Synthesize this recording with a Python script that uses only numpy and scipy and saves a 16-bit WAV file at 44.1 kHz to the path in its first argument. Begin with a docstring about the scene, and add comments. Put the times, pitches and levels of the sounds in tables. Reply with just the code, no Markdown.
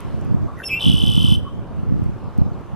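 """Gusts thump a stereo microphone from the start, over far traffic, a faint hum and rustling twigs.
A blackbird on a branch then sings a few short notes, a two-voiced whistle and a buzzy trill.
Two low toots and some falling chirps are faint and distant. Wind and traffic are shaped noise, twigs are
puffs of bright noise and the calls are gliding sines; branches scatter the bird and the distant calls."""
import sys
import numpy as np
from scipy import signal
from scipy.fft import rfft, irfft
from scipy.io import wavfile
from scipy.ndimage import uniform_filter1d

SR = 44100
rng = np.random.default_rng(int(sys.argv[2]) if len(sys.argv) > 2 else 0)


def invert_db(x):
    """Field ratio 10**(x/20) for x, a level in decibels (scalar or array-like)."""
    u = np.asarray(x, float) / 20
    return 10 ** u


def bounce(signal):
    """Save signal as a 16-bit WAV file at the path given by the first command-line argument."""
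    frames = np.transpose(np.atleast_2d(signal))
    limited = np.clip(frames, -1, 1)
    pcm = np.round(limited * 32767).astype(np.int16)
    wavfile.write(sys.argv[1], SR, pcm)


N = 121275
T = np.arange(N) / SR  # time_s

# Gust strength before the left/right balance: time_s, level_db
GUST_STRENGTH = [(0, -33), (.07, -22), (.22, -25), (.28, -17), (.46, -17), (.5, -29), (.58, -33),
                 (.61, -48), (.8, -46), (.87, -13), (1.0, -18), (1.33, -16), (1.44, -22), (1.48, -32),
                 (1.58, -23), (1.68, -36), (1.75, -25), (1.85, -23), (1.92, -15), (2.12, -22), (2.18, -38),
                 (2.24, -24), (2.35, -31), (2.39, -18), (2.5, -21), (2.68, -42), (2.73, -25)]
# Wind spectrum, later evened to rms 1: frequency_hz, relative_level_db (per Hz)
WIND_SPECTRUM = [(20, -44), (65, 1), (140, -2), (240, -7.5), (400, -18), (600, -36.5), (900, -55)]
# Hardest buffets, before the left/right balance: time_s, push (signed amplitude)
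HARD_BUFFETS = [(0.325, 0.36), (.347, -0.66), (0.867, -0.8), (0.885, -0.71), (0.9, 0.91), (0.942, 0.83),
                (1.039, -0.81), (1.179, -0.91), (1.247, 0.806), (1.324, -0.87), (1.925, 0.59),
                (1.942, 0.37), (2.388, 0.72), (2.465, 0.31)]
# Spectrum of traffic and air, before the overall level: frequency_hz, relative_level_db (per Hz)
TRAFFIC_SPECTRUM = [(15, -36), (25, -7), (72, 2), (301, -6), (363, -5.5), (569, -11.5), (966, -14),
                    (1160, -14), (1870, -30), (3010, -35), (3930, -41), (5120, -43), (14000, -55.5)]
# Left-right likeness of the traffic: frequency_hz, correlation (0 to 1)
TRAFFIC_LIKENESS = [(60, 1), (470, 0.64), (930, 0.82), (1840, 0.76), (3650, 0.56), (7250, 0)]
# Treble of the traffic, before the overall level: time_s, relative_level_db
TRAFFIC_TREBLE = [(0, 8.5), (.3, 3.5), (.6, 2.5), (1.4, -3), (1.8, 2), (2.75, 2.5)]
# Twigs, each puff peaking just after its start: start_s, envelope_peak_db
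TWIG_RUSTLES = [(0.0044, -40), (0.212, -48.5), (0.248, -48), (2.039, -50), (2.3778, -46.5), (2.3837, -54),
                (2.61, -56)]
# Two low toots far away: start_s, length_s, from_hz, to_hz, level_db
FAR_TOOTS = [(0.473, 0.045, 1160, 1120, -33), (1.449, 0.075, 1110, 1130, -38)]
# Short whistled notes that open the song: start_s, length_s, from_hz, to_hz, level_db
OPENING_NOTES = [(0.558, 0.032, 6000, 5700, -66), (0.572, 0.071, 1990, 1650, -40),
                 (0.601, 0.032, 1480, 1616, -35.5)]
# Hiss under the opening notes: time_s, level_db
BREATH_LEVEL = [(.565, -83), (.59, -58.5), (.63, -62), (.642, -48), (.66, -62), (.78, -77), (.8, -51)]
# Breath spectrum, later evened to rms 1: frequency_hz, relative_level_db
BREATH_SPECTRUM = [(3000, -23), (6500, -1), (9500, -14), (11000, 9), (13500, -10), (14500, -7)]
# Upper voice of the whistle: time_s, pitch_hz (before a slight waver), fundamental_db, overtones_db
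UPPER_VOICE = [(.628, 2600, -51, -87), (.636, 2690, -36, -62), (.643, 2750, -28, -47),
               (.655, 2720, -44, -30), (.672, 2685, -47, -26), (.684, 2655, -45, -28),
               (.694, 2610, -34, -44), (.708, 2590, -22, -50), (.738, 2624, -17.5, -51),
               (.75, 2639, -20.5, -52), (.758, 2700, -27, -55), (.776, 2725, -20.5, -57),
               (.79, 2720, -32, -59), (.802, 2790, -33, -63)]
# Overtones of the upper voice: multiple (of its pitch), relative_level_db
OVERTONES = [(2, 0), (3, -24), (4, -12), (5, -25)]
# Lower voice of the whistle: time_s, pitch_hz, level_db
LOWER_VOICE = [(.688, 2244, -56), (.704, 2350, -35), (.716, 2419, -25), (.736, 2350, -24),
               (.752, 2387, -25), (.764, 2430, -31), (.784, 2390, -42), (.8, 2300, -52)]
# Sum and difference tones: upper_multiple, lower_multiple, relative_level_db
MIXED_TONES = [(2, -1, -17), (-1, 2, -23), (3, -2, -21), (1, 1, -27), (1, 2, -29), (2, 1, -33), (4, 1, -24),
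               (3, 2, -30), (5, 0, -29)]
# Creaks, husky side tones of the upper voice: centre_s, length_s, spacing_hz, level_db
CREAK_BURSTS = [(.64, .005, 330, -36), (.695, .009, 330, -40)]
# Pace of the trill: time_s, syllables_sung (running count)
SYLLABLE_COUNT = [(.785, -1), (.8007, 0), (.8478, 3), (.8993, 6), (1.008, 12), (1.1737, 21), (1.3411, 30),
                  (1.4159, 34)]
# Trill effort before the throat: time_s, level_db, falling_tone_lift_hz, falling_tone_extra_db
TRILL_EFFORT = [(.793, -33, 250, 6), (.81, -26, 200, 6), (.825, -21, 30, 4), (.88, -20.5, 20, 4),
                (.96, -23.5, 15, 0), (1.3, -22, 0, 0), (1.357, -23, 0, -3), (1.37, -60, 0, -3)]
# Clear note in one syllable: share_of_syllable (wraps at 0.88), held_db, falling_hz, falling_db
CLEAR_NOTE = [(.06, -8, 3250, -16), (.16, -15, 3600, -8), (.34, -10, 3400, -14), (.45, -8, 3480, -2),
              (.54, -3, 3220, -1), (.7, 1, 3190, -6), (.9, 0, 3200, -8)]
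# Reedy voice in one syllable: share_of_syllable (wraps at 0.92), pitch_hz, accent_db
REEDY_VOICE = [(0, 6200, 1), (.12, 4900, 1), (.22, 4900, -11), (.4, 4950, -11), (.52, 5050, -1),
               (.64, 5700, -13), (.86, 6050, -12)]
# Sum tones of the reedy voice: held_tone_multiple, relative_level_db, accent_depth (share)
REEDY_SUM_TONES = [(0, 0, 1), (1, -3, .5), (2, -4, .6)]
# Throat resonance on the trill: frequency_hz, gain_db
THROAT_GAIN = [(2100, -20.5), (2700, 2), (6100, -7.5), (6900, -14.5), (8000, -5.5), (9700, -9),
               (11000, -2.5), (13000, -14.5), (14000, -14)]
# Falling chirps of a distant bird: start_s, length_s, from_hz, to_hz, level_db
FAR_CHIRPS = [(2.05, .025, 4800, 4100, -63), (2.285, .03, 4500, 3200, -62), (2.395, .025, 4500, 3300, -60),
              (2.53, .03, 4600, 3200, -60)]
# Calls across the two capsules: frequency_hz, left_minus_right_db, left_lead_radians
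CALL_PAN = [(1000, 1.5, 0.056), (3000, 0, 0.079), (4457, -5.5, 0.46), (8200, 9.5, 1.42), (11900, -0.5, 0.7)]
# Thin tail of the woods: frequency_hz, t60_s
WOODS_TAIL = [(2000, 0.66), (3000, 0.78), (3450, 0.93), (12000, 0.94)]
# Echoes in the woods: delay_s, level_db
WOODS_ECHOES = [(.021, -17), (.043, -16)]
# Microphone response: frequency_hz, gain_db
MIC_RESPONSE = [(20, 0), (12500, 1.5), (13800, 1), (15000, -22)]


def evened(x):
    """Scales a signal to rms 1."""
    return x / np.sqrt(np.mean(x ** 2) + 1e-20)


def read(points, hz):
    """Reads a spectrum table on a log frequency axis."""
    f, value = np.transpose(points)
    return np.interp(np.log(hz + 1), np.log(f + 1), value)


def curves(rows, at=T, **how):
    """Joins each column after the first by straight lines."""
    rows = np.transpose(rows)
    return [np.interp(at, rows[0], column, **how) for column in rows[1:]]


def angle(hz):
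    """Running phase of a changing pitch."""
    return 2 * np.pi * np.cumsum(hz) / SR


def slow(size):
    """Smooth random wander of rms 1; size is the smoothing in samples."""
    return evened(uniform_filter1d(uniform_filter1d(rng.standard_normal(N), size), size))


def colour(x, db):
    """Filters by a function of frequency in dB."""
    gain = invert_db(db(np.fft.rfftfreq(x.shape[-1], 1 / SR)))
    return irfft(rfft(x) * gain, x.shape[-1])


def rasp(share, size):
    """A gain that is partly steady, partly noise, for a husky or rasping tone."""
    share = np.clip(share, 0, 1)
    return 1 - share + share * slow(size=size)


def gate(rows, fade_s=.004):
    """Open over the span of a table, with soft ends."""
    return np.clip(np.minimum(T - rows[0][0], rows[-1][0] - T) / fade_s, 0, 1)


def highpassed(hz):
    """Second-order filter that keeps what lies above a frequency."""
    return signal.butter(2, hz, "high", fs=SR, output="sos")


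def glides(rows):
    """Gliding, slightly husky whistles with a quick start."""
    out = np.zeros(N)
    for start, length, from_hz, to_hz, db in rows:
        u = np.clip((T - start) / length, 0, 1)
        swell = np.sin(np.pi * np.sqrt(u))
        out += np.sqrt(2) * invert_db(db) * swell * np.sin(angle(from_hz + (to_hz - from_hz) * u))
    return out * rasp(.45, size=120)


def lumpy_noise():
    """Low wind noise in irregular lumps, rms 1."""
    lumps = rng.standard_normal(N) * invert_db(4 * slow(size=250))
    return evened(colour(lumps, lambda f: read(WIND_SPECTRUM, f) - 60 * (f > 1000)))


def wind():
    """Lumpy low noise and single buffets push the capsules opposite ways; a leak is alike in both."""
    buffet_hz, pan_db, leak_db = 154, -2.27, -17
    push, leak = lumpy_noise(), lumpy_noise()
    db = curves(GUST_STRENGTH)[0]
    level = invert_db(db)
    # above 220 Hz, weaker gusts lose one extra dB per dB below the strongest
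    top = signal.sosfiltfilt(highpassed(220), push)
    push = level * (push + top * (invert_db(db - db.max()) - 1))
    for s, size in HARD_BUFFETS:
        u = (np.pi * buffet_hz * (T - s)) ** 2
        room_for_buffet = 1 - .85 * np.exp(-u / 4)  # the noise dips around each buffet
        push = push * room_for_buffet + size * (1 - 2 * u) * np.exp(-u)
    sides = np.array([[invert_db(pan_db / 2)], [-invert_db(-pan_db / 2)]])
    return push * sides + invert_db(leak_db) * level * leak


def traffic():
    """Patchy far noise whose treble fades and partly returns, with a faint hum."""
    level_db, patch_db, hum_hz, hum_db = -37, 1.74, 561, -54.5
    frames, hz = N // 256 + 5, np.fft.rfftfreq(1024, 1 / SR)
    a, b, c, d, patches = rng.standard_normal((frames, 513, 5)).T
    patches = uniform_filter1d(patches, size=12, axis=0)
    patches = evened(uniform_filter1d(patches, size=14, axis=1))
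    # the right shares part of the left's noise, less of it where the likeness is low
    same = np.clip(read(TRAFFIC_LIKENESS, hz), -1, 1)[:, None]
    left = a + 1j * b
    right = same * left + np.sqrt(1 - same ** 2) * (c + 1j * d)
    treble_share = np.clip(hz / 1960.0, 0, 1)[:, None]
    treble = curves(TRAFFIC_TREBLE, np.arange(frames) * 256 / SR)[0] * treble_share
    z = np.array([left, right]) * invert_db(read(TRAFFIC_SPECTRUM, hz)[:, None] + patch_db * patches + treble)
    noise = invert_db(level_db) * evened(signal.istft(z, nperseg=1024, noverlap=768)[1][:, :N])
    hum = invert_db(hum_db + 1.0 * slow(size=3000)) * np.sin(2 * np.pi * hum_hz * T)
    return noise + hum


def rustles():
    """Twigs: short bright puffs of noise, separate in each capsule."""
    puff_s = 0.0012
    shape = sum(invert_db(db) * np.exp(-((T - s - puff_s) / puff_s) ** 2) for s, db in TWIG_RUSTLES)
    return shape * signal.sosfilt(highpassed(3500), rng.standard_normal((2, N)))


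def toots():
    """Low distant toots, nearly level in pitch."""
    return glides(FAR_TOOTS)


def notes():
    """The short notes that open the song, each a gliding sine."""
    return glides(OPENING_NOTES)


def breath():
    """Thin hiss of air in the throat."""
    hiss = colour(rng.standard_normal(N), lambda f: read(BREATH_SPECTRUM, f) - 40 * (f < 2500))
    return evened(hiss) * invert_db(curves(BREATH_LEVEL, left=-120, right=-120)[0])


def creaks(p):
    """Brief combs of husky side tones around the upper voice, whose phase is p."""
    out = np.zeros(N)
    for s, length, gap, db in CREAK_BURSTS:
        burst = invert_db(db) * np.exp(-((T - s) / length) ** 2)
        for k in (-1, 1, 2):
            out += burst * np.sin(p + k * 2 * np.pi * gap * T) * rasp(.5, size=60)
    return out


def whistle():
    """Two voices beat against each other and mix into sum and difference tones."""
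    hz, db, over_db = curves(UPPER_VOICE)
    low_hz, low_db = curves(LOWER_VOICE)
    p = angle(hz * (1 + 0.0041 * slow(size=150)))
    q = angle(low_hz)
    up = invert_db(db) * gate(UPPER_VOICE)
    low = invert_db(low_db) * gate(LOWER_VOICE)
    over = sum(invert_db(d) * np.sin(round(k) * p) for k, d in OVERTONES)
    over = over * invert_db(over_db) * gate(UPPER_VOICE)
    mixed = np.zeros(N)
    for m, n, d in MIXED_TONES:
        husk = .4 * (m + n > 1 or m > 2)  # the other mixed tones stay smooth
        mixed += invert_db(d) * np.sin(round(m) * p + round(n) * q) * rasp(husk, size=50)
    return up * np.sin(p) + creaks(p) + low * np.sin(q) + over + mixed * np.sqrt(up * low)


def trill():
    """One syllable repeated: two clear tones that beat, and a rasping dive that mixes with them."""
    held_hz, wobble, shimmer_db, reedy_db, reedy_rise_s = 3027, .003, 1.3, -10, .008
    share = curves(SYLLABLE_COUNT)[0] % 1
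    db, lift, tilt_db = curves(TRILL_EFFORT)
    held_db, fall_hz, fall_db = curves(CLEAR_NOTE, share, period=0.88)
    reed_hz, accent_db = curves(REEDY_VOICE, share, period=0.92)
    q = angle(held_hz * (1 + wobble * (slow(size=200) + 2 * slow(size=1500))))
    r = angle(fall_hz * (1 + 2 * wobble * slow(size=300)) + lift)
    fall = np.sin(r) + invert_db(-14) * np.sin(2 * q - r)  # with its difference tone
    fall *= rasp(.25, size=40)
    held = invert_db(held_db + shimmer_db * slow(size=90)) * np.sin(q)
    clear = held + invert_db(fall_db + tilt_db + shimmer_db * slow(size=90)) * fall
    p = angle(reed_hz * (1 + 2 * wobble * slow(size=80)))
    reed = np.zeros(N)
    for k, d, depth in REEDY_SUM_TONES:
        k = round(k)
        rough = rasp(.4 + .15 * k, size=18 - 4 * k)  # higher sum tones rasp more and faster
        reed += invert_db(d + depth * accent_db) * np.sin(p + k * q) * rough
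    reed = invert_db(reedy_db) * reed * gate(TRILL_EFFORT, reedy_rise_s)
    voice = invert_db(db) * gate(TRILL_EFFORT) * (clear + reed)
    return colour(voice, lambda f: read(THROAT_GAIN, f))


def chirps():
    """Falling chirps of a distant bird, each a downward glide."""
    return glides(FAR_CHIRPS)


def placed(x):
    """Level and phase difference between the two capsules."""
    hz, (f, db, lead) = np.fft.rfftfreq(N, 1 / SR), np.transpose(CALL_PAN)
    half = invert_db(np.interp(hz, f, db) / 2) * np.exp(1j * np.interp(hz, f, lead) / 2)
    return irfft(rfft(x) * np.array([half, 1 / half]), N)


def woods(x):
    """Scatter from branches, a few echoes and a long thin tail."""
    near_db, near_t60_s, tail_db = -11, .05, -16.5
    t = T[:SR]
    # sparse random clicks, about 2000 per second, stand for single reflections
    taps = rng.choice([-1., 1.], (2, 2, SR)) * (rng.random((2, 2, SR)) < 2000 / SR)
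    near = taps[0] * invert_db(-60 * t / near_t60_s)
    hz, frame, z = signal.stft(taps[1], SR, nperseg=256)
    decay = invert_db(-60 * frame / read(WOODS_TAIL, hz)[:, None])
    far = signal.istft(z * decay, SR, nperseg=256)[1][:, :SR]
    room = invert_db(near_db) * (near + near[0]) / np.linalg.norm(near[0]) / 2  # partly alike in both capsules
    room = room + invert_db(tail_db) * far / np.linalg.norm(far[0])
    room[:, 0] += 1  # direct sound
    for delay, db in WOODS_ECHOES:
        room[:, round(delay * SR)] += invert_db(db)
    return signal.fftconvolve(x, room, axes=1)[:, :N]


def scene():
    """Wind, traffic and twigs at the microphone, with the calls heard through the woods."""
    calls = toots() + notes() + breath() + whistle() + trill() + chirps()
    return wind() + traffic() + rustles() + woods(placed(calls))


def roll_off(x):
    """The treble ends steeply here."""
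    return signal.sosfilt(signal.butter(12, 14980, fs=SR, output="sos"), x)


def record(dry):
    """Microphone response with its treble roll-off, then a hard ceiling at full scale."""
    heard = colour(dry, lambda f: read(MIC_RESPONSE, f))
    mix = np.clip(heard, -1.0, 1.0)
    return roll_off(mix)


dry = scene()
out = record(dry)
bounce(out)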